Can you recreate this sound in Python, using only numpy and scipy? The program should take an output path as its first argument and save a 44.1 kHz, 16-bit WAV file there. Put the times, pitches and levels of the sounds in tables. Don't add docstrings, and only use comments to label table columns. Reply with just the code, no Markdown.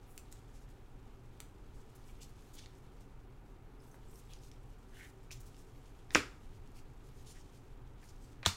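import sys
import numpy as np
from scipy import signal
from scipy.fft import rfft, irfft, next_fast_len
from scipy.io import wavfile
from scipy.ndimage import map_coordinates

SR = 44100
rng = np.random.default_rng(int(sys.argv[2]) if len(sys.argv) > 2 else 0)


def makeup_ratio(level_db):
    decades = np.asarray(level_db, float) / 20
    return 10 ** decades


def generate_wav(signal):
    frames = np.transpose(np.atleast_2d(signal))
    scaled = np.clip(frames, -1, 1) * 32767
    pcm = np.round(scaled).astype(np.int16)
    wavfile.write(sys.argv[1], SR, pcm)


N = 377496
TIME = np.arange(N) / SR


def unit(x):
    return x / np.sqrt(np.mean(x ** 2) + 1e-20)


def along(points, hz):
    f, v = np.transpose(points)
    return np.interp(np.log(hz + 1), np.log(f + 1), v)


def filtered(x, response):
    m = next_fast_len(len(x) + 4096)
    gain = response(np.fft.rfftfreq(m, 1 / SR))
    return irfft(rfft(x, m) * gain, m)[:len(x)]


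def hump(centre_hz, octaves):
    return lambda hz: np.exp(-2 * (np.log2((hz + 1) / centre_hz) / max(octaves, .1)) ** 2)


def noise(colour, size=N):
    return unit(filtered(rng.standard_normal(size), lambda hz: makeup_ratio(along(colour, hz))))


def wobble(rate):
    knots = rng.standard_normal(int(N / SR * 400))
    return map_coordinates(knots, [TIME * rate])


def friction(size, grit_db):
    strengths = np.minimum(rng.exponential(1, size // 24 + 1), 5)
    slips = np.repeat(strengths, 24)[:size]
    return unit(rng.standard_normal(size) * makeup_ratio(grit_db * slips))


def add(track, s, piece):
    part = track[max(round(s * SR), 0):][:len(piece)]
    part += piece[:len(part)]


# frequency_hz, level_db (per Hz)
AIR_COLOUR = [(100, -34.5), (170, -4), (258, -3), (306, -6), (384, -5.5), (653, -15), (955, -12),
              (1050, -16), (1200, -14.5), (2000, -23), (2330, -23), (5670, -42), (15800, -45)]
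# frequency_hz, level_db (per Hz)
RUMBLE_COLOUR = [(5, -13.5), (14, 2), (26, 1), (48, -9), (70, -7), (95, -11.5), (150, -14.5), (185, -30)]
# pitch_hz, width_hz, level_db (rms)
DUCT_TONES = [(37.1, 12, -59), (117.3, 28, -62.5), (278, 50, -73), (381.2, 14, -73), (433, 40, -75),
              (772, 120, -77.5)]


def ventilation():
    hiss_db, rumble_db = -61 - 2.5, -55.5
    air = makeup_ratio(hiss_db) * noise(AIR_COLOUR)
    rumble_colour = RUMBLE_COLOUR + [(300, -120)]
    air = air + makeup_ratio(rumble_db + 1.6 * wobble(5)) * noise(rumble_colour)
    for pitch_hz, width_hz, level_db in DUCT_TONES:
        resonance = lambda hz: 1 / (1 + (2 * (hz - pitch_hz) / width_hz) ** 2)
        air = air + makeup_ratio(level_db) * unit(filtered(rng.standard_normal(N), resonance))
    return air


# frequency_hz, t60_s
WALL_DECAY = [(100, .26), (500, .24), (1300, .25), (2500, .21), (6000, .22), (12000, .17)]


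def room(x):
    stretch_s, build_up_s = .37, .0023
    out, step = np.zeros(N), round(stretch_s * SR)
    for start in range(0, N, step):
        hz, t, z = signal.stft(rng.standard_normal(SR // 2), SR, nperseg=256)
        fall_db = -60 * t / along(WALL_DECAY, hz)[:, None]
        fade = makeup_ratio(fall_db) + makeup_ratio(-16 + .45 * fall_db)
        tail = signal.istft(z * fade, SR, nperseg=256)[1]
        tail *= np.clip(np.arange(len(tail)) / SR / build_up_s, 0, 1)
        tail = tail / np.linalg.norm(tail)
        add(out, start / SR, signal.fftconvolve(x[start:start + step], tail))
    return out


# time_s, rustle_db
HAND_ACTIVITY = [(0.0, -81), (0.49, -76), (0.77, -82), (1.75, -80), (1.9, -77), (2.46, -74), (3.13, -83),
                 (3.79, -83), (4.35, -74), (4.52, -79), (5.29, -80), (5.4, -75), (6.06, -78), (6.2, -76),
                 (7.07, -80), (7.25, -75), (7.81, -82), (8.4, -78)]


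def hands():
    s, db = np.transpose(HAND_ACTIVITY)
    mean_db = db.mean()
    busy_db = np.interp(TIME, s, db - mean_db) + 1.3 * wobble(30) + 1.2 * wobble(150)
    gloves = (0, 1, hump(6200, 1.15))
    holder = (-.5, .9, hump(3100, .95))
    sleeve = (-7, .6, hump(12500, .69))
    out = np.zeros(N)
    for over_db, grows, colour in (gloves, holder, sleeve):
        rustle = unit(filtered(friction(N, grit_db=2.0), colour))
        out += makeup_ratio(mean_db + over_db + grows * busy_db + 1.1 * wobble(25)) * rustle
    return out


# start_s, level_db (rms), length_s, centre_hz
GLOVE_RUBS = [(.05, -72, .125, 12000), (.491, -76, .15, 5900), (2.05, -70.5, .065, 7400),
              (2.203, -58.5, .045, 5000), (2.528, -65, .03, 7500), (2.53, -65.5, .125, 3800),
              (3.79, -76, .17, 10000), (3.906, -77, .05, 6000), (4.069, -70, .135, 8500),
              (4.293, -73, .045, 8000), (4.41, -70, .077, 6000), (4.78, -76, .02, 7000),
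              (4.92, -67, .18, 6500), (5.396, -63, .018, 8900), (5.45, -68, .04, 7000),
              (1.72, -75, .1, 6500), (.695, -74, .02, 5000), (2.995, -73, .03, 5000),
              (5.569, -72, .05, 6960), (6.738, -68.5, .06, 6000), (7.25, -62, .075, 5500),
              (7.32, -68, .095, 4500), (7.03, -75, .06, 7000), (7.13, -73, .1, 6500), (7.5, -78, .1, 6500),
              (5.33, -68, .05, 5500), (8.001, -72, .08, 6000), (8.17, -74, .16, 5500)]
# start_s, level_db (rms), length_s, centre_hz
THUMB_FLICKS = [(.313, -64, .016, 8000), (1.95, -65.5, .013, 9000), (2.579, -57, .014, 3800),
                (5.309, -53, .022, 4500), (5.333, -63, .008, 8000), (6.107, -62, .022, 1200),
                (6.113, -63, .02, 6500), (6.133, -58, .012, 6500), (6.135, -58, .012, 1800),
                (8.085, -64, .02, 4900), (8.432, -55, .008, 1500), (8.449, -45, .009, 2000)]
# start_s, level_db (rms), length_s, centre_hz
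EDGE_SCRAPES = [
    (2.085, -69, .016, 2500),
    (2.19, -72, .03, 2600),
    (3.942, -66, .014, 900),
    (4.29, -68, .047, 3100),
    (4.92, -69, .14, 3100),
    (6.75, -72, .05, 2400),
    (7.34, -69, .04, 1900),
    (8.02, -68, .02, 1900),
]


def rubs():
    out, t = np.zeros(N), np.arange(SR // 3) / SR
    kinds = [(GLOVE_RUBS, 1.7, .35), (THUMB_FLICKS, 1.9, .22), (EDGE_SCRAPES, .6, .3)]
    fingertip = hump(6500, .6)
    for rows, octaves, grip in kinds:
        for s, db, length, centre_hz in rows:
            stroke = np.clip(t / (grip * length), 0, 1) * makeup_ratio(-1500 * np.clip(t - length, 0, 1))
            bends_db = 1.8 * rng.standard_normal(40)
            bends_hz = np.linspace(0, SR / 2, 40)

            def colour(hz):
                touch = hump(centre_hz, octaves)(hz) * (1 + .3 * fingertip(hz))
                return touch * makeup_ratio(np.interp(hz, bends_hz, bends_db))

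            rub = unit(filtered(friction(len(t), grit_db=2.2), colour))
            add(out, s, makeup_ratio(db) * stroke * rub)
    return out * makeup_ratio(1.8 * wobble(70))


# time_s, level_db, gap_closed (0-1)
CARD_SLIDE = [
    (4.9, -85, .1),
    (4.94, -70, .3),
    (4.985, -67, .3),
    (5.003, -57, .7),
    (5.018, -61, .9),
    (5.03, -56, .9),
    (5.06, -62, .9),
    (5.08, -73, .9),
    (5.12, -90, .9),
]


def slide():
    s, db, closed = np.transpose(CARD_SLIDE)
    closed = np.clip(np.interp(TIME, s, closed), 0, 1)
    scrape = friction(N, grit_db=2) * makeup_ratio(2.5 * wobble(120))
    low = unit(filtered(scrape, hump(1600, .35)))
    high = unit(filtered(scrape, hump(2050, .35)))
    level = makeup_ratio(np.interp(TIME, s, db, -120, -120))
    return level * (np.sqrt(1 - closed) * low + np.sqrt(closed) * high)


# start_s, peak_db, centre_hz, film_db, body_db
HOLDER_SNAPS = [
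    (.1778, -31, 8000, -16, -8),
    (.3255, -39, 5500, -5, -9),
    (1.4029, -32, 7500, -7, -10),
    (5.3144, -35, 3480, -20, -10),
]
# start_s, peak_db
SLEEVE_CREASES = [(.017, -63), (.194, -49), (.392, -53), (.691, -54), (.707, -56), (1.901, -56),
                  (2.294, -52), (2.303, -56), (2.494, -59), (2.785, -55), (3.01, -54), (3.943, -55),
                  (4.158, -54), (4.37, -56), (4.632, -58), (5.102, -54), (5.232, -54), (5.238, -54),
                  (5.4056, -50), (5.433, -51), (5.62, -60), (6.7177, -53), (6.9, -59), (7.525, -58),
                  (7.56, -58), (8.093, -49.5)]
# start_s, peak_db, centre_hz
EDGE_CATCHES = [(1.03, -58, 4000), (2.157, -62, 5000), (2.5875, -42, 3500), (2.6595, -40, 3000),
                (4.275, -57, 3000), (4.335, -39, 4200), (4.435, -51, 4000), (4.45, -56, 3200),
                (4.515, -43, 4000), (5.308, -43, 2580), (5.545, -51.5, 3000), (5.5666, -49, 5000),
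                (6.6747, -52, 4500), (7.09, -57, 4000), (8.03, -56, 3000), (8.06, -57, 4000),
                (8.454, -30, 3500)]
# start_s, peak_db, centre_hz
DULL_TAPS = [
    (1.4025, -42, 900),
    (5.314, -45, 1000),
    (3.9435, -45, 1000),
    (4.135, -53, 950),
    (5.668, -63, 1500),
    (6.1062, -34, 1700),
    (8.43, -34, 1900),
    (8.4325, -36, 900),
    (8.453, -32, 2100),
]
# start_s, peak_db, pitch_hz
FILM_PINGS = [(2.64, -57, 2800), (3.803, -60, 5170), (3.82, -61, 9500), (3.915, -60, 6200),
              (4.085, -59, 8000), (4.097, -60, 7800), (4.14, -56, 8600), (4.157, -57, 5400),
              (4.158, -58, 11700), (4.19, -62, 6500), (4.265, -62, 7700), (4.39, -60, 5000),
              (4.435, -57, 6300), (5.308, -48, 2500)]


def ticks():
    out, t = np.zeros(N), np.arange(-100, 300) / SR
    # start_s, peak_db, centre_hz, breadth in octaves
    rows = [(s, db, 7200, 1.6) for s, db in SLEEVE_CREASES]
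    rows += [(*row, 1.5) for row in EDGE_CATCHES]
    rows += [(*row, 1.9) for row in DULL_TAPS]
    rows += [(*row, .16) for row in FILM_PINGS]
    for s, db, hz, film_db, body_db in HOLDER_SNAPS:
        rows += [(s, db, hz, 3.1), (s, db + film_db, 7650, .4), (s, db + body_db, 2500, 2.1)]
    for s, db, hz, octaves in rows:
        rattle = makeup_ratio(-15 - 60 * t / .008) * rng.standard_normal(len(t)) * (t > 0)
        snap = filtered((t == 0) + rattle, hump(hz, octaves))
        add(out, s + t[0] + .0005, makeup_ratio(db) * snap / np.abs(snap).max())
    return out


# start_s, pitch_hz, level_db, t60_s
DESK_MODES = [
    (6.158, 291, -32.5, .17),
    (6.158, 425, -38.5, .15),
    (6.158, 240, -38, .2),
    (6.158, 80, -41.5, 0.23),
    (8.468, 90, -26.5, 0.13),
    (8.466, 199, -36.5, 0.13),
    (8.464, 310, -41.5, 0.083),
]


def desk():
    out, t = np.zeros(N), np.arange(SR // 2) / SR
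    for s, hz, db, t60 in DESK_MODES:
        soft_start = 1 - np.exp(-t / .0013)
        add(out, s, makeup_ratio(db - 60 * t / t60) * np.sin(2 * np.pi * hz * t) * soft_start)
    return out


# start_s, hiss_db (rms at the start), t60_s, puff_db (energy)
AIR_CRACKS = [
    (6.1486, -27, .03, 0),
    (8.4607, -21, .014, -4),
]
# frequency_hz, level_db (per Hz)
AIR_CRACK_COLOURS = [
    [(170, -17), (300, -1), (450, -3), (750, -19), (1270, -4), (3000, -7.5), (3900, -14), (6000, -14), (9000, -23), (13200, -30), (15700, -39), (16500, -60)],
    [(150, -36), (250, -9), (700, -17), (1000, -6), (2000, -5), (3000, -6), (4000, -3), (6000, -5), (8320, -9), (10000, -15), (15100, -20), (16500, -38)],
]


def cracks():
    hiss, puff, t = np.zeros(N), np.zeros(N), np.arange(SR // 20) / SR
    lead = 300
    for (s, db, t60, puff_db), colour in zip(AIR_CRACKS, AIR_CRACK_COLOURS):
        burst = makeup_ratio(db - 60 * t / t60) * (1 - np.exp(-t / .0006))
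        add(hiss, s, burst * noise(colour, size=len(t)))
        click = 1.0 * (np.arange(len(t)) == lead)
        pulse = filtered(click, lambda hz: makeup_ratio(along(colour, hz)))
        add(puff, s - lead / SR, makeup_ratio(puff_db) * pulse / np.linalg.norm(pulse))
    return hiss, puff


# centre_s, peak_db, pitch_hz, cycles, sign (with a slight gain)
SLAP_EDGES = [
    (6.1494, -11, 2370, 3.1, 0.97),
    (6.149, -13, 6340, 5, 0.98),
    (6.1515, -19, 5400, 6, 1),
    (6.1561, -6.5, 1500, 1.57, -1.03),
    (6.1575, -18, 390, 1.52, -0.88),
    (8.4621, -11, 3600, 4.5, 1),
    (8.4613, -17, 7200, 8, 0.95),
    (8.4612, -21, 1210, 1.5, -1.23),
    (8.465, -16.5, 1020, 1.3, 0.84),
]


def slaps():
    out, t = np.zeros(N), np.arange(-300, 300) / SR
    for s, db, hz, cycles, sign in SLAP_EDGES:
        swell = np.exp(-(2.91 * t * hz / cycles) ** 2)
        add(out, s + t[0], sign * makeup_ratio(db) * np.cos(2 * np.pi * hz * t) * swell)
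    return out


def scene():
    snaps = ticks()
    strokes = rubs() + slide()
    blows = slaps()
    hiss, puff = cracks()
    echoes = room(makeup_ratio(-5.5) * snaps + makeup_ratio(-8) * strokes + makeup_ratio(-16) * blows + puff)
    quiet = filtered(snaps + strokes + hands() + ventilation(), lambda hz: hz < 15830)
    return (quiet + blows + hiss + echoes + desk())[None]


def band_limit(x):
    return signal.sosfilt(signal.butter(12, 16620, fs=SR, output="sos"), x)


def record(dry):
    top_hz = 16600
    mix = filtered(dry[0], lambda hz: hz < top_hz)[None]
    return band_limit(mix)


dry = scene()
out = record(dry)
generate_wav(out)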